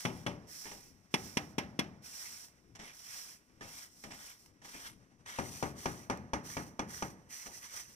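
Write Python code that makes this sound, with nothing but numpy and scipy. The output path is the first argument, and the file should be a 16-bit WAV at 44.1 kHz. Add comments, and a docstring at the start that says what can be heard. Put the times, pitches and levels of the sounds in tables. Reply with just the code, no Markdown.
"""Outdoors on a sheet roof, a stick broom sweeps volcanic ash in quick strokes that hiss and rasp by
friction, and a dustpan bites into the ash. Out of sight a hammer knocks on the roof frame in three runs;
each impact excites the modes of the sheets, which boom after every blow and flex under bare feet.
Two small microphone ports hear it, the right one with the hollow ring of a cavity resonance."""
import sys
import numpy as np
from scipy import signal
from scipy.fft import rfft, irfft, next_fast_len
from scipy.io import wavfile

SR = 44100
rng = np.random.default_rng(int(sys.argv[2]) if len(sys.argv) > 2 else 0)


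def pcm_store(signal):
    """Save signal as 16-bit PCM."""
    levels = np.round(np.clip(np.atleast_2d(signal), -1, 1) * 32767)
    wavfile.write(sys.argv[1], SR, levels.astype(np.int16).T)


N = 350595

# Spectra of sliding sticks, ground ash and flexing sheet: (frequency [Hz], relative density [dB])
HISS_SPECTRUM = [(1500, -14), (3200, -19.5), (4200, -3), (5500, -2.5), (7000, -1), (8500, -0.5),
                 (11000, -4), (15000, -10)]
GRIT_SPECTRUM = [(300, -26), (800, 9.5), (1300, 3.5), (2000, 2), (3200, 1.5), (4500, -4), (7500, -1),
                 (11000, -12), (15000, -24)]
FLEX_SPECTRUM = [(30, -11), (70, -6.5), (120, -3.5), (200, -5.5), (320, -7.5), (600, -24.5), (1500, -42),
                 (15000, -72)]


def broom():
    """Sliding friction: many thin sticks hiss over the sheet; pressed into the ash they rasp lower."""
    # Sticks dragging through ash: (frequency [Hz], relative density [dB])
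    drag_spectrum = [(100, -6), (300, -17), (550, -3), (900, 1.5), (1500, 3), (2050, 3), (2600, -8.5),
                     (3200, 5), (4200, -3), (7000, -6.5), (15000, -22)]
    hiss_gain, drag_gain = stroke_envelopes()
    tips = from_db(2) * rms_one(noise(HISS_SPECTRUM, N)) * flutter(per_s=2200, depth_db=1.1, size=N)
    rasp = from_db(-5) * rms_one(noise(drag_spectrum, N)) * flutter(per_s=1300, depth_db=1, size=N)
    chatter = from_db(-7.5) * stick_chatter(catches_per_s=200, slips_per_s=400, width_hz=170, hold_s=0.1)
    scratch = from_db(-11.5) * snags(per_s=100, spread_db=21)
    sweep = hiss_gain * tips + drag_gain * (rasp + chatter + scratch)
    return sweep * flutter(per_s=110, depth_db=1.1, size=N) * pan(balance_db(np.arange(N) / SR))


def stroke_envelopes():
    """Friction noise grows with speed: the gains of hiss and drag swell and ebb with each stroke."""
    # Broom strokes: (start [s], time to peak speed [s], length [s], level [dB], swell [dB/s],
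    # drag relative to level [dB])
    strokes = [(-0.1, 0.087, 0.15, -49.5, 60, -0.5), (0.04, 0.12, 0.19, -64.5, 30, 2.5),
               (0.465, 0.15, 0.44, -50.5, 50, -6.5), (1.102, 0.17, 0.42, -54.5, 58, -2.5),
               (2.017, 0.21, 0.43, -50, 28.5, -3.5), (2.804, 0.077, 0.1, -63.5, 62, 10.5),
               (2.915, 0.27, 0.42, -49.5, 51, -1.5), (3.609, .18, 0.24, -53, 61, 0.5),
               (3.884, 0.15, 0.23, -61, 70, -9), (4.109, 0.15, .21, -56.5, 27, 2.5),
               (4.363, .03, 0.1, -66.5, 30, -12), (4.624, 0.19, 0.21, -55.5, 23, 4),
               (4.83, 0.026, 0.041, -53.5, 65, 9), (5.253, .03, 0.15, -56.5, 21, 11),
               (5.401, 0.15, .29, -51.5, 38, 0), (5.748, 0.096, 0.29, -53, 42, 2),
               (6.427, 0.091, 0.26, -50, 64, -0.5), (6.87, 0.099, 0.24, -49.5, 75, 0),
               (7.286, 0.083, 0.2, -50.5, 30, -2.5), (7.497, 0.057, 0.15, -51.5, 88, -4.5),
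               (7.604, 0.034, 0.12, -52.5, 90, 2.5), (7.699, 0.075, 0.12, -48, 66, 0),
               (7.834, 0.08, 0.1, -61, 40, -2)]
    landing_s, ebb_ratio, lift_db_per_s = 0.036, 1.21, 217
    settle_db, settle_db_per_s = -26, 35.5  # swept ash patters down after the lift
    hiss_power = drag_power = 1e-18
    clock = np.arange(0, N, 40) / SR
    for start, fastest_s, length_s, level_db, swell, drag_db in strokes:
        t = np.maximum(clock - start, 0)
        lifted_s = np.maximum(t - length_s, 0)
        contact = np.minimum(t / landing_s, 1)
        swing_db = -swell * np.maximum(fastest_s - t, ebb_ratio * (t - fastest_s))
        swing_db -= lift_db_per_s * lifted_s
        bite_db = 2.5 * np.exp(-t / 0.044)  # extra drag as the sticks dig in
        hiss_db = level_db + np.maximum(swing_db, settle_db - settle_db_per_s * lifted_s)
        hiss_power += (contact * from_db(hiss_db)) ** 2
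        drag_power += (contact * from_db(level_db + drag_db + bite_db + swing_db)) ** 2
    return [np.interp(np.arange(N) / SR, clock, np.sqrt(power)) for power in (hiss_power, drag_power)]


def stick_chatter(catches_per_s, slips_per_s, width_hz, hold_s):
    """Stick-slip motion: while a stick is caught, random slips excite its own resonance; rms 1."""
    # Strength of a stick's buzz by pitch: (frequency [Hz], relative level [dB])
    buzz_levels = [(1400, -2.5), (2000, -0.5), (2700, -1.5), (4000, -27), (6000, -14), (8500, -5.5),
                   (11000, 1.5)]
    out, size = np.zeros((2, N)), int(hold_s * SR)
    grip = np.hanning(size)
    slips = (rng.random(N + size) < slips_per_s / SR) * rng.standard_normal(N + size) + 1e-18
    for when, pitch, side, offset in rng.random((int(catches_per_s * N / SR), 4)):
        hz = 1400 * 2 ** (3 * pitch)
        resonator = signal.iirpeak(hz, hz / width_hz, fs=SR)
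        buzz = signal.lfilter(*resonator, slips[int(offset * N):][:size])
        add(out, when * N / SR, from_db(at_hz(buzz_levels, hz)) * pan(10 * (side - 0.5)) * grip * buzz)
    return rms_one(out)


def snags(per_s, spread_db):
    """Shot noise: sticks snag on grains and slip, each with a tiny scratch of its own; rms 1."""
    out, size = np.zeros((2, N)), SR // 50
    envelope = fade(np.arange(size) / SR, rise=0.0003, t60=3 * 0.0036)
    grit = noise(GRIT_SPECTRUM, SR) + noise(HISS_SPECTRUM, SR)
    for when, strength, offset in rng.random((int(per_s * N / SR), 3)):
        scratch = grit[:, int(offset * (SR - size)):][:, :size]
        add(out, when * N / SR, from_db(spread_db * strength) * envelope * scratch)
    return rms_one(out)


def hammer(repeat_share=0.79):
    """Impact excitation: each blow pushes the sheet once, cracks, rings its modes and booms on."""
    # Hammer blows: (time [s], level [dB], hardness [dB], place on the roof [index])
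    blows = [(0.0513, 0, -1.5, 0), (0.2640, -2, -1, 0), (1.1400, -2.5, 2.5, 1), (1.3701, -3.5, 2, 1),
             (1.5819, -3, -1.5, 1), (1.791, -3.5, 2.1, 1), (5.387, -2.5, 0, 2), (5.6264, -1, -0.5, 2),
             (5.8571, -1.5, 2, 2), (6.0987, -0.5, 1, 2), (6.3335, -1.5, 3, 2), (6.5683, -4, 1.5, 2),
             (6.7925, -4, 4, 2), (7.023, -5, 4, 2)]
    # Spectra of each place: (frequency [Hz], crack density [dB], ring density [dB])
    place_spectra = [
        [(40, -83, -88), (80, -80, -58), (194, -51, -55), (347, -71, -61.5), (594, -71, -64), (870, -62.5, -61),
         (1510, -64, -76), (2960, -69, -76), (3980, -77, -85), (5560, -82, -87.5), (9650, -82.5, -90),
         (14400, -108, -102)],
        [(40, -71, -86), (81, -61, -88), (200, -56.5, -55.5), (359, -51.5, -66), (600, -90, -67),
         (867, -52, -66), (1400, -71.5, -73), (2740, -59, -75), (4360, -71.5, -84.5), (5870, -73.5, -87.5),
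         (9800, -75.5, -94), (15030, -92, -102)],
        [(40, -75, -76), (84.5, -52.5, -60), (200, -57, -56.5), (357, -71, -61), (644, -90, -65),
         (800, -54.5, -63), (1440, -71.5, -70.5), (2900, -74.5, -80.5), (3740, -80.5, -85), (6450, -80, -87),
         (10500, -91.5, -92), (14600, -108, -106)],
    ]
    # How each place yields: (push frequency [Hz], push peak [dB], push delay [s], sheet modes [dB])
    pushes = [(476, -22.5, 0.00074, -1), (275, -16.5, 0.0017, -3.5), (670, -19.5, 0.00043, -1.5)]
    # Modes of the roof sheet and of the struck metal: (frequency [Hz], level [dB], t60 [s])
    sheet_modes = [(81, -75, 0.87), (124.6, -45, 0.18), (144, -52, 0.46), (178.5, -48.5, 0.53),
                   (210, -50.5, 0.8), (248.6, -57.5, 0.3), (296, -44, 0.36), (379, -44, 0.37),
                   (462, -62, 0.372), (579, -45, 0.38), (781, -37.5, 0.17), (857, -49, 0.39),
                   (1284, -50.5, 0.33), (2720, -68, 0.097)]
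    clang_modes = [(2100, -17, .06), (2090, -17, 0.024), (2550, -47, 0.0133), (2910, 4, 0.018),
                   (3400, 1, 0.052), (3364, 2, 0.022), (4600, -20, .03), (6450, -41, 0.017),
                   (5980, -13, 0.059)]
    # Clang of each place at zero hardness: (level [dB])
    clang_db = [-32, -42, -53]
    # Boom spreading through the roof: (frequency [Hz], density [dB])
    boom_spectrum = [(30, -86), (70, -68.5), (130, -63.5), (230, -65.5), (400, -74.5), (900, -80.5),
                     (1500, -92), (3000, -102.5), (6000, -110), (15000, -120)]
    out, size = np.zeros((2, N)), SR // 2
    t = np.arange(size) / SR
    spectra = [(rows[:, [0, 1]], rows[:, [0, 2]]) for rows in np.array(place_spectra)]
    voices = [[noise(spectrum, size) for spectrum in pair] for pair in spectra]
    for start, level_db, hardness_db, place in blows:
        # blows on one place excite much the same dense modes
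        crack, ring = [np.sqrt(repeat_share) * voice + np.sqrt(1 - repeat_share) * noise(spectrum, size)
                       for voice, spectrum in zip(voices[place], spectra[place])]
        crack *= from_db(hardness_db + 6) * fade(t, rise=0.0015, t60=0.041)
        ring *= fade(t, rise=0.0012, t60=0.24)
        push_hz, push_db, delay, sheet_db = pushes[place]
        phase_squared = (np.pi * push_hz * (t - delay)) ** 2
        push = from_db(push_db) * (2 * phase_squared - 1) * np.exp(-phase_squared)
        clang = from_db(clang_db[place] + 3.9 * hardness_db) * struck(clang_modes, t, spread_db=4.5)
        sheet = from_db(sheet_db) * struck(sheet_modes, t, spread_db=3.5)
        # the boom holds while waves cross the roof, then falls ever faster
        boom = noise(boom_spectrum, size) * fade(t, rise=0.005, t60=1.4) * np.exp(-(t / 0.31) ** 3.4)
        blow = crack + clang + ring + pan(db=1.5) * (push + sheet) + pan(db=-4) * boom
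        add(out, start, from_db(level_db) * pan(balance_db(start)) * blow)
    return out


def dustpan():
    """Impact and friction: the edge lands with a click and a hollow thud, then grinds through grit."""
    # Bites into the ash: (time [s], grinding t60 [s], grit level [dB], thud level [dB])
    bites = [(0.652, 0.45, -50.5, -49), (0.714, 0.09, -45.5, -49.5), (2.751, 0.11, -49.5, -59.5),
             (2.790, 0.42, -50, -50.5), (3.608, 0.41, -50.5, -46.5), (4.038, 0.08, -43, -46.5),
             (4.106, 0.22, -47, -52), (4.617, 0.12, -57.5, -60.5), (4.647, 0.074, -48, -56.5),
             (4.741, 0.18, -64, -51.5), (5.260, 0.033, -43.5, -60.5), (7.46, 0.071, -41.5, -49.5)]
    # Thud of the landing: (frequency [Hz], relative density [dB])
    thud_spectrum = [(40, -3), (90, -4.5), (220, 2.5), (420, -5), (600, -4), (850, -6.5), (1300, -18),
                     (3000, -19), (15000, -70)]
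    # Modes of the dustpan itself, rung as it lands: (frequency [Hz], level [dB], t60 [s])
    dustpan_modes = [(216, -10, 0.31), (413.6, -5, 0.17), (807, -10.5, 0.4), (955, -13, 0.48),
                     (1235, -12.5, 0.32), (1777, -2, 0.08)]
    out, size = np.zeros((2, N)), SR // 2
    t = np.arange(size) / SR
    for start, t60, grit_db, thud_db in bites:
        grit = from_db(grit_db) * rms_one(noise(GRIT_SPECTRUM, size))
        grit *= flutter(per_s=980, depth_db=2, size=size)
        grind = grit * fade(t, rise=0.0034, t60=t60)
        click = 0.49 * grit * fade(t, rise=0.00023, t60=0.01)
        thud = from_db(-0.5) * rms_one(noise(thud_spectrum, size)) * fade(t, rise=0.0028, t60=0.45)
        knock = struck(dustpan_modes, t, spread_db=1.5)
        sheet_rumble = from_db(-5.5) * rms_one(noise(FLEX_SPECTRUM, size)) * fade(t, 0.021, t60=0.47)
        add(out, start, click + grind + from_db(thud_db) * pan(db=-1) * (thud + knock + sheet_rumble))
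    return out


def stick_ticks():
    """Elastic release: single sticks spring free and tap the sheet."""
    # Taps: (time [s], level [dB])
    taps = [(2.483, -50), (2.754, -50), (4.46, -49), (6.173, -43.5)]
    out, size = np.zeros((2, N)), SR // 10
    envelope = fade(np.arange(size) / SR, rise=0.00064, t60=0.013)
    for start, level_db in taps:
        burst = rms_one(noise(HISS_SPECTRUM, size) + noise(GRIT_SPECTRUM, size))
        add(out, start, from_db(level_db) * envelope * burst)
    return out


def feet(half_width_s=0.11):
    """Plate flexure: the sheet rumbles softly as each foot loads and unloads it."""
    # Footfalls: (time [s], level [dB])
    steps = [(0.922, -61), (2.72, -60.5), (3.58, -65), (3.98, -67.5), (4.53, -63.5), (4.95, -59.5),
             (5.2, -65.5), (7.87, -67)]
    t = np.arange(N) / SR
    load = sum(from_db(level_db) * np.exp(-((t - s) / half_width_s) ** 2) for s, level_db in steps)
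    return load * rms_one(noise(FLEX_SPECTRUM, N))


def outdoor_air():
    """Ambient noise: a faint, low wash whose level flickers."""
    # Outdoor air: (frequency [Hz], density [dB])
    air_spectrum = [(25, -103), (60, -92.5), (130, -92), (250, -94), (500, -101), (900, -105), (1500, -108),
                    (2200, -112), (4200, -117), (8500, -118), (11000, -124), (15000, -136)]
    return noise(air_spectrum, N) * flutter(per_s=34, depth_db=2, size=N)


def struck(modes, t, spread_db):
    """Modal superposition: damped sines, each with a random strength and phase."""
    hz, level_db, t60 = np.transpose(modes)[:, :, None]
    strength = from_db(level_db + spread_db * rng.standard_normal(hz.shape))
    phase = 2 * np.pi * (hz * t + rng.random(hz.shape))
    return np.sum(strength * fade(t, rise=0.0012, t60=t60) * np.sin(phase), axis=0)


def noise(spectrum, size):
    """Partial coherence: noise of a given spectral density whose sides part towards the treble."""
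    # Likeness of left and right: (frequency [Hz], correlation [0-1])
    correlations = [(60, .93), (300, .9), (1000, .82), (2200, .82), (4000, .52), (8000, .3), (15000, .3)]
    padded = next_fast_len(size)
    hz = np.arange(padded // 2 + 1) * SR / padded
    mid, side = rfft(rng.standard_normal((2, padded)))
    alike = at_hz(correlations, hz)
    stereo = np.sqrt(1 + alike) * mid + np.sqrt(1 - alike) * side * [[1], [-1]]
    return irfft(stereo * from_db(at_hz(spectrum, hz)) * np.sqrt(SR) / 2, padded)[:, :size]


def flutter(per_s, depth_db, size):
    """Amplitude modulation: a gain that wanders at random, per_s times a second; mean power 1."""
    position = np.arange(size) * per_s / SR
    knots = rng.standard_normal(size // 8)
    return rms_one(from_db(depth_db * np.interp(position, np.arange(len(knots)), knots)))


def fade(t, rise, t60):
    """Exponential damping: an onset with time constant rise [s], and a 60 dB fall per t60 [s]."""
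    return (1 - np.exp(-t / rise)) * from_db(-60 * t / t60)


def balance_db(s):
    """Directivity: the stereo balance shifts as the hand-held microphone swings."""
    # Balance: (time [s], left minus right [dB])
    balances = [(0.0, 0.7), (1.3, -2.5), (2.0, 1.3), (3.1, 0.5), (3.7, 3), (5.5, 2), (6.2, -1.5),
                (7.9, -1.5)]
    return np.interp(s, *np.transpose(balances))


def pan(db):
    """Amplitude panning: two gains for a left-minus-right level difference."""
    return from_db(np.multiply.outer([0.5, -0.5], np.atleast_1d(db)))


def bell(x, hz, width_hz, gain_db):
    """Second-order resonance: a peak or notch on an otherwise flat response."""
    bandwidth, angle = np.tan(np.pi * width_hz / SR), 2 * np.pi * hz / SR
    boost, cut = bandwidth * from_db(max(gain_db, 0)), bandwidth * from_db(max(-gain_db, 0))
    tuning = -2 * np.cos(angle)
    return signal.lfilter([1 + boost, tuning, 1 - boost], [1 + cut, tuning, 1 - cut], x)


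def from_db(db):
    """Amplitude ratio of a level."""
    return 10 ** (np.asarray(db) / 20)


def rms_one(x):
    """Normalises to unit power."""
    return x / np.sqrt(np.mean(x ** 2) + 1e-20)


def at_hz(points, hz):
    """Interpolates on a log-frequency axis."""
    points = np.array(points)
    return np.interp(np.log(hz + 1), np.log(points[:, 0]), points[:, 1])


def add(out, s, sound):
    """Superposes a sound at time s."""
    start = max(round(s * SR), 0)
    out[:, start:start + sound.shape[-1]] += sound[..., :N - start]


def scene():
    """Linear superposition: the pressures of all sources add."""
    air = outdoor_air()
    return hammer() + dustpan() + stick_ticks() + feet() + air + broom()


def record(dry):
    """Cavity resonance colours the delayed right port, shifting as the microphone turns; the top is cut."""
    # Right port's peaks and notches around the turn: (frequency before [Hz], frequency after [Hz],
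    # width [Hz], gain before [dB], gain after [dB])
    port_resonances = [(280, 925, 180, 1, 4), (603, 1050, 1200, -2, -2), (1176, 1210, 118, 2, 6),
                       (1917, 1870, 604, 14.5, 13.5), (4300, 3740, 450, -1.5, -8.5),
                       (5590, 5880, 490, 19.2, 19.8), (8970, 7370, 950, -9, -8.5),
                       (10300, 22400, 1900, 6.5, 0.5), (14850, 14400, 1000, 13.5, 10)]
    turn_s, right_db, lag_ms, cutoff_hz = 4.9, -6.5, 0.33, 15300
    left, before, after = dry[0], dry[1], dry[1]
    for hz_before, hz_after, width_hz, db_before, db_after in port_resonances:
        before = bell(before, hz_before, width_hz, db_before)
        after = bell(after, hz_after, width_hz, db_after)
    turned = np.clip(np.arange(N) / SR - turn_s + 0.5, 0, 1)  # the turn takes one second
    coloured = (1 - turned) * before + turned * after
    padded = next_fast_len(N + SR // 10)
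    khz = np.arange(padded // 2 + 1) * SR / padded / 1000
    delay = np.exp(-2j * np.pi * khz * lag_ms)
    right = from_db(right_db) * irfft(rfft(coloured, padded) * delay, padded)[:N]
    treble_cut = signal.ellip(10, 0.2, 70, cutoff_hz, fs=SR, output="sos")
    return signal.sosfilt(treble_cut, [left, right])


dry = scene()
out = record(dry)
pcm_store(out)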